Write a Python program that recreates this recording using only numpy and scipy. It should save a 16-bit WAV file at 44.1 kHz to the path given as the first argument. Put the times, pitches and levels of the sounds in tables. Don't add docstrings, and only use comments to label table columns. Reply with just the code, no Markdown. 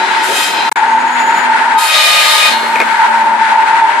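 import sys
import numpy as np
from scipy import signal
from scipy.fft import rfft, irfft, next_fast_len
from scipy.io import wavfile
from scipy.ndimage import uniform_filter1d, map_coordinates

SR = 44100
rng = np.random.default_rng(int(sys.argv[2]) if len(sys.argv) > 2 else 0)


def wav_out(sig):
    wavfile.write(sys.argv[1], SR, np.round(np.clip(np.atleast_2d(sig).T, -1, 1) * 32767).astype(np.int16))


N = 176400
T = np.arange(N) / SR

# time_s, whirr_db, air_db
SPIN_LEVELS = [(0, -15.5, -12), (.2, -11.5, -14.5), (.45, -21.5, -21.5), (.62, -12, -18), (.78, -10, -13),
               (.985, -9.5, -16), (1.02, -12, -17), (1.25, -12, -13), (1.76, -9.5, -13.5),
               (1.87, -14.5, -19.5), (2.5, -13.5, -18.5), (2.8, -12, -16.5), (2.97, -11.5, -13),
               (3.045, 0.5, -8.5), (3.08, -8.5, -14.5), (3.38, -9.5, -14.5), (3.45, -13, -10.5),
               (3.53, -6, -13), (4, -9.5, -13.5)]
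# pitch_hz, width_hz, level_db
WHIRR_PEAKS = [(910.2, 47, -1), (837, 36, -16), (985, 65, -19.5)]
# pitch_hz, level_db
AIR_COLOUR = [(700, -19), (1150, -7.5), (1500, 0), (1900, -4), (2400, -10), (3100, -16.5), (4200, -20.5),
              (5600, -29.5), (8000, -28.5), (11000, -37), (14000, -62)]
# pitch_hz, level_db
RUMBLE_COLOUR = [(25, -30), (90, -9), (130, -7), (240, 1), (390, 3), (490, -0.5), (720, 5), (1100, -4),
                 (2000, -20)]
# time_s, level_db
RUMBLE_LEVELS = [(1.75, -27.5), (1.84, -40), (2.4, -34), (2.5, -29.5)]
# pitch_hz, level_db, start_s, end_s
HUM_NOTES = [(228, -35, 2.5, 3.55), (224.2, -31.5, 3.5, 3.45), (247.6, -37, 0.9, 1.75),
             (398.4, -41.5, 0, 4), (597, -36.5, 2.5, 4), (644, -37.5, 1, 1.7), (746, -35, -0.5, 1.7),
             (372, -31.5, -0.5, 0.34)]
# time_s, bite_db, chips_db
LIGHT_CUT = [(0, -23, -59), (.2, -21, -46), (.24, -21.5, -24.5), (.325, -20, -25), (.375, -16.5, -18),
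             (.46, -18, -22), (.53, -20, -29.5), (.6, -19, -40), (.69, -22, -42), (.74, -37, -13),
             (.76, -70, -70)]
# time_s, bite_db, chips_db
HARD_CUT = [(1.765, -37, -59), (1.785, -22.5, -19), (1.89, -14.5, -18), (1.95, 1.5, -10.5),
            (2.05, 1.5, -5.5), (2.2, 0.5, -8.5), (2.35, -5.5, -11.5), (2.47, -3, -14), (2.51, -9.5, -22.5),
            (2.57, -23.5, -31.5), (2.75, -28, -36), (3.3, -46, -45)]
# time_s, teeth_per_s
BLADE_SPEED = [(.7, 632), (1.75, 628), (1.92, 627), (2.03, 613), (2.15, 616), (2.5, 618)]
# multiple_of_tooth_rate, light_cut_db, hard_cut_db
BUZZ_TONES = [(1, -32, -22), (2, -6, -8), (3, -9, -18), (4, -.5, -8), (5, 0, -13.5), (6, -5, -9.5),
              (7, -14, -15), (8, -9, -19.5), (9, -15, -34), (10, -14, -39), (11, -14, -39), (12, -11, -33),
              (13, -15, -35)]
# time_s, gain_db
SCREECH_SWELL = [(.28, -5), (.36, 5), (.44, 4), (.52, -6), (1.9, -1), (1.99, -5), (2.04, 5), (2.21, 2),
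                 (2.3, -16), (2.39, -3), (2.46, 6.5), (2.52, -8)]
# pitch_hz, level_db
RASP_COLOUR = [(230, -46), (400, -17), (580, -4.5), (1100, -6.5), (1900, -1), (2450, 1), (3300, -4),
               (3780, 0), (4550, -7), (4950, -6), (5600, -12), (9000, -19)]
# pitch_hz, level_db
CHIP_COLOUR = [(1500, -24), (4000, 0), (6000, -4.5), (8000, -1), (11000, -3), (14000, -11)]
# pitch_hz, level_db, ring_s (time to fade by 60 dB)
STEEL_NOTES = [(878, -17, .4), (1114, -28, .7), (1197, -22, 1.4), (1593, -22, .5), (1690, -20, .5),
               (1879, -25, 1), (2110, -25, 1), (2182, -24, 1.6), (2353, -22, .5), (2880, -19, .5),
               (3174, -20, .4), (3440, -26, .7), (3558, -22, .5), (3809, -19, .45), (3857, -20, .45),
               (4011, -26, .7), (4286, -19, .7)]
# pitch_hz, level_db, start_s, end_s
SINGING_NOTES = [(3970, -33, 0, .1), (4054, -27, .52, .64), (1252, -25, 1.76, 1.9), (4315, -25, 2.1, 2.45)]
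# start_s, thud_db, clack_db, ring_s (time to fade by 60 dB)
TIMBER_KNOCKS = [(0.283, -19, -45, 0.42), (2.63, -26, -36, 0.29), (2.758, -25, -6.5, .055),
                 (2.783, -32, -15, .04), (2.802, -13, -3, 0.058), (2.815, -18, -8.5, 0.082)]
# pitch_hz, level_db
THUD_COLOUR = [(60, -57), (200, -17), (380, 0.5), (560, 2.5), (900, -18), (2000, -40)]
# pitch_hz, level_db
CLACK_COLOUR = [(400, -4), (1200, 2), (1900, -1), (2450, 7), (2900, -17), (12000, -33)]
# start_s, end_s
GAPS = [(0.695, .7152), (0.727, .7578)]
# time_s, pitch_hz, level_db
WHISTLE_PATH = [(.76, 6900, -35), (.88, 6660, -49), (1.02, 6750, -41), (1.25, 6880, -28.5),
                (1.45, 6930, -30.5), (1.49, 6900, -70)]

WHINE_HZ, WHINE_DB = 892.5, -5
GRIP_DB, THROUGH_S = -18.5, 2.53
WOOD_HZ, WOOD_DB = 2190, -2.5
LIMIT_DB, LIMIT_S = -6.5, 0.1
LOW_CUT_HZ, TOP_HZ = 148, 14550


def amp(db):
    return 10 ** (np.asarray(db) / 20)


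def unit(x):
    return x / np.sqrt(np.mean(np.abs(x) ** 2) + 1e-20)


def colour(points):
    f, db = np.transpose(points)
    f, db = np.r_[f[0] / 2, f, f[-1] * 2], np.r_[db[0] - 30, db, db[-1] - 30]
    return lambda hz: amp(np.interp(np.log(hz + 1), np.log(f + 1), db))


def rippled(response, depth_db=3.3):
    knots = rng.standard_normal(1500)
    return lambda hz: response(hz) * amp(depth_db * map_coordinates(knots, [hz / 38], mode="wrap"))


def curves(rows, outside=None):
    times, *columns = np.transpose(rows)
    return [np.interp(T, times, column, outside, outside) for column in columns]


def wobble(rate):
    return map_coordinates(rng.standard_normal(4000), [T * rate + 2], mode="wrap")


def filtered(x, response):
    size = next_fast_len(N + 8192)
    return irfft(rfft(x, size) * response(np.fft.rfftfreq(size, 1 / SR)), size)[..., :N]


def pan(left_db):
    return amp(np.array([[left_db], [-left_db]]) / 2)


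def noise(response, alike, left_db, lead_s=0):
    turn = np.arccos(np.clip(alike, -1, 1)) / 2
    mid, side = rng.standard_normal((2, N)) * [[np.cos(turn)], [np.sin(turn)]]
    shift = lambda hz: np.exp(1j * np.pi * hz * lead_s * np.array([[1], [-1]]))
    hiss = np.array([mid + side, mid - side])
    return unit(pan(left_db) * filtered(hiss, lambda hz: response(hz) * shift(hz)))


def tone(hz, rough, flutter, apart):
    knots = T[::64]
    draw = lambda: map_coordinates(rng.standard_normal(2000), [knots * flutter + 2], mode="wrap")
    shared = 1 + rough * (draw() + 1j * draw())
    own = apart * (draw() + 1j * draw())
    spin = np.exp(2j * np.pi * (np.cumsum(hz + 0 * T) / SR + rng.random()))
    return unit(np.array([(np.interp(T, knots, shared + side * own) * spin).real for side in (1, -1)]))


def held(rows, **waver):
    fade = lambda start, end: np.clip(np.minimum(T - start, end - T) / 0.096 + 1, 0, 1)
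    return sum(amp(db) * fade(start, end) * tone(hz, **waver) for hz, db, start, end in rows)


def lagged(x, seconds):
    keep = np.exp(-1 / (SR * seconds))
    return signal.lfilter([1 - keep], [1, -keep], x)


def spinning_blade():
    whirr_db, air_db = curves(SPIN_LEVELS)
    peaks = lambda f: np.sqrt(sum(amp(db) ** 2 / (1 + ((f - hz) / (0.71 * width)) ** 2) ** 1.736
                                  for hz, width, db in WHIRR_PEAKS))
    whine = amp(WHINE_DB) * tone(WHINE_HZ, rough=0.63, flutter=20, apart=0.24)
    whirr = amp(whirr_db) * unit(whine + noise(peaks, alike=0.79, left_db=0.3))
    air_level = amp(air_db + 1.4 * wobble(29.6))
    return whirr + air_level * noise(colour(AIR_COLOUR), alike=0.23, left_db=5.5, lead_s=-0.000053)


def mill():
    level = amp(curves(RUMBLE_LEVELS)[0] + 1.8 * wobble(12))
    rumble = level * noise(colour(RUMBLE_COLOUR), alike=0.84, left_db=-0.5)
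    return rumble + held(HUM_NOTES, rough=0.47, flutter=9, apart=0.05)


def tooth_buzz(tooth_hz, light, hard, light_chips, hard_chips):
    grip = light / (1 + (amp(GRIP_DB) / light) ** 4)
    press = hard ** 0.76 * np.clip((THROUGH_S - T) / 0.052, 0, 1)
    screech = amp(curves(SCREECH_SWELL)[0])
    buzz = 0
    for k, light_db, hard_db in BUZZ_TONES:
        level = amp(light_db) * (grip if k < 9 else light_chips)
        level += amp(hard_db) * press * (screech if k == 4 else 1)
        buzz += level * tone(k * tooth_hz, .36 * np.sqrt((k + 7) / 8), flutter=12 * (k + 3), apart=0.41)
    fizz = sum(tone(k * tooth_hz, rough=0.67, flutter=90, apart=1.0) for k in range(12, 21))
    return buzz + amp(-20.5) * (light_chips + np.minimum(hard_chips, amp(-12))) * fizz


def rasp_and_chips(tooth_hz, light, hard, spray):
    pulses = unit(1 + 0.3 * np.cos(2 * np.pi * np.cumsum(tooth_hz) / SR)) * amp(0.34 * wobble(60))
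    bite = amp(1) * light + hard
    rasp = amp(-0.5) * bite * noise(rippled(colour(RASP_COLOUR)), alike=0.28, left_db=2.5)
    chips = amp(0.5) * spray * noise(rippled(colour(CHIP_COLOUR)), alike=0, left_db=3.0)
    return pulses * (rasp + chips)


def blade_ring(light, hard):
    push = hard ** 2 + (0.24 * light) ** 2
    ring = 0
    for hz, db, ring_s in STEEL_NOTES:
        energy = lagged(push, ring_s / np.log(1e6))
        ring += amp(db) * np.sqrt(energy) * tone(hz, rough=0.38, flutter=20, apart=0.56)
    return amp(2) * ring


def cuts():
    light, light_chips = amp(curves(LIGHT_CUT, outside=-120))
    hard, hard_chips = amp(curves(HARD_CUT, outside=-120))
    tooth_hz, = curves(BLADE_SPEED)
    buzz = tooth_buzz(tooth_hz, light, hard, light_chips, hard_chips)
    rasp = rasp_and_chips(tooth_hz, light, hard, light_chips + hard_chips)
    sing = held(SINGING_NOTES, rough=0.39, flutter=30, apart=0.33)
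    return (buzz + blade_ring(light, hard) + sing) * pan(left_db=2.0) + rasp


def knocks():
    thud_level, clack_level = np.zeros((2, N))
    for start_s, thud_db, clack_db, ring_s in TIMBER_KNOCKS:
        age = np.maximum(T - start_s, 0)
        fade = amp(-60 * age / ring_s) * (T > start_s)
        thud_level += amp(thud_db) * fade
        clack_level += amp(clack_db) * fade
    wood = amp(WOOD_DB) * np.sin(2 * np.pi * WOOD_HZ * T)
    thud = noise(colour(THUD_COLOUR), alike=0.99, left_db=1.5)
    clack = unit(wood + noise(colour(CLACK_COLOUR), alike=0.81, left_db=5.0))
    return thud_level * thud + clack_level * clack


def whistle():
    hz = curves(WHISTLE_PATH)[0]
    level = amp(curves(WHISTLE_PATH, outside=-120)[1] + 3 * wobble(40))
    return level * sum(amp(db) * tone(multiple * hz, rough=.3, flutter=90, apart=.3)
                       for multiple, db in [(1, -1), (1.5, -22), (2, -21)])


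def scene():
    return spinning_blade() + mill() + cuts() + knocks() + whistle()


def record(dry):
    power = uniform_filter1d(np.mean(dry ** 2, axis=0), int(LIMIT_S * SR))
    level = np.sqrt(np.abs(power))
    x = dry * amp(-0.5) / (1 + (level / amp(LIMIT_DB)) ** 6) ** (1 / 6)
    x = x / (1 + np.abs(x) ** 8) ** (1 / 8)
    in_gap = sum(((T > start) & (T < end)) * 1. for start, end in GAPS)
    x = x * (1 - uniform_filter1d(in_gap, size=40) * (1 - amp(-57.0)))
    bass_cut = lambda hz: np.maximum(.22, 1 / (1 + (LOW_CUT_HZ / (hz + 1)) ** 6))
    return filtered(x, lambda hz: (hz < TOP_HZ) * bass_cut(hz))


dry = scene()
out = record(dry)
wav_out(out)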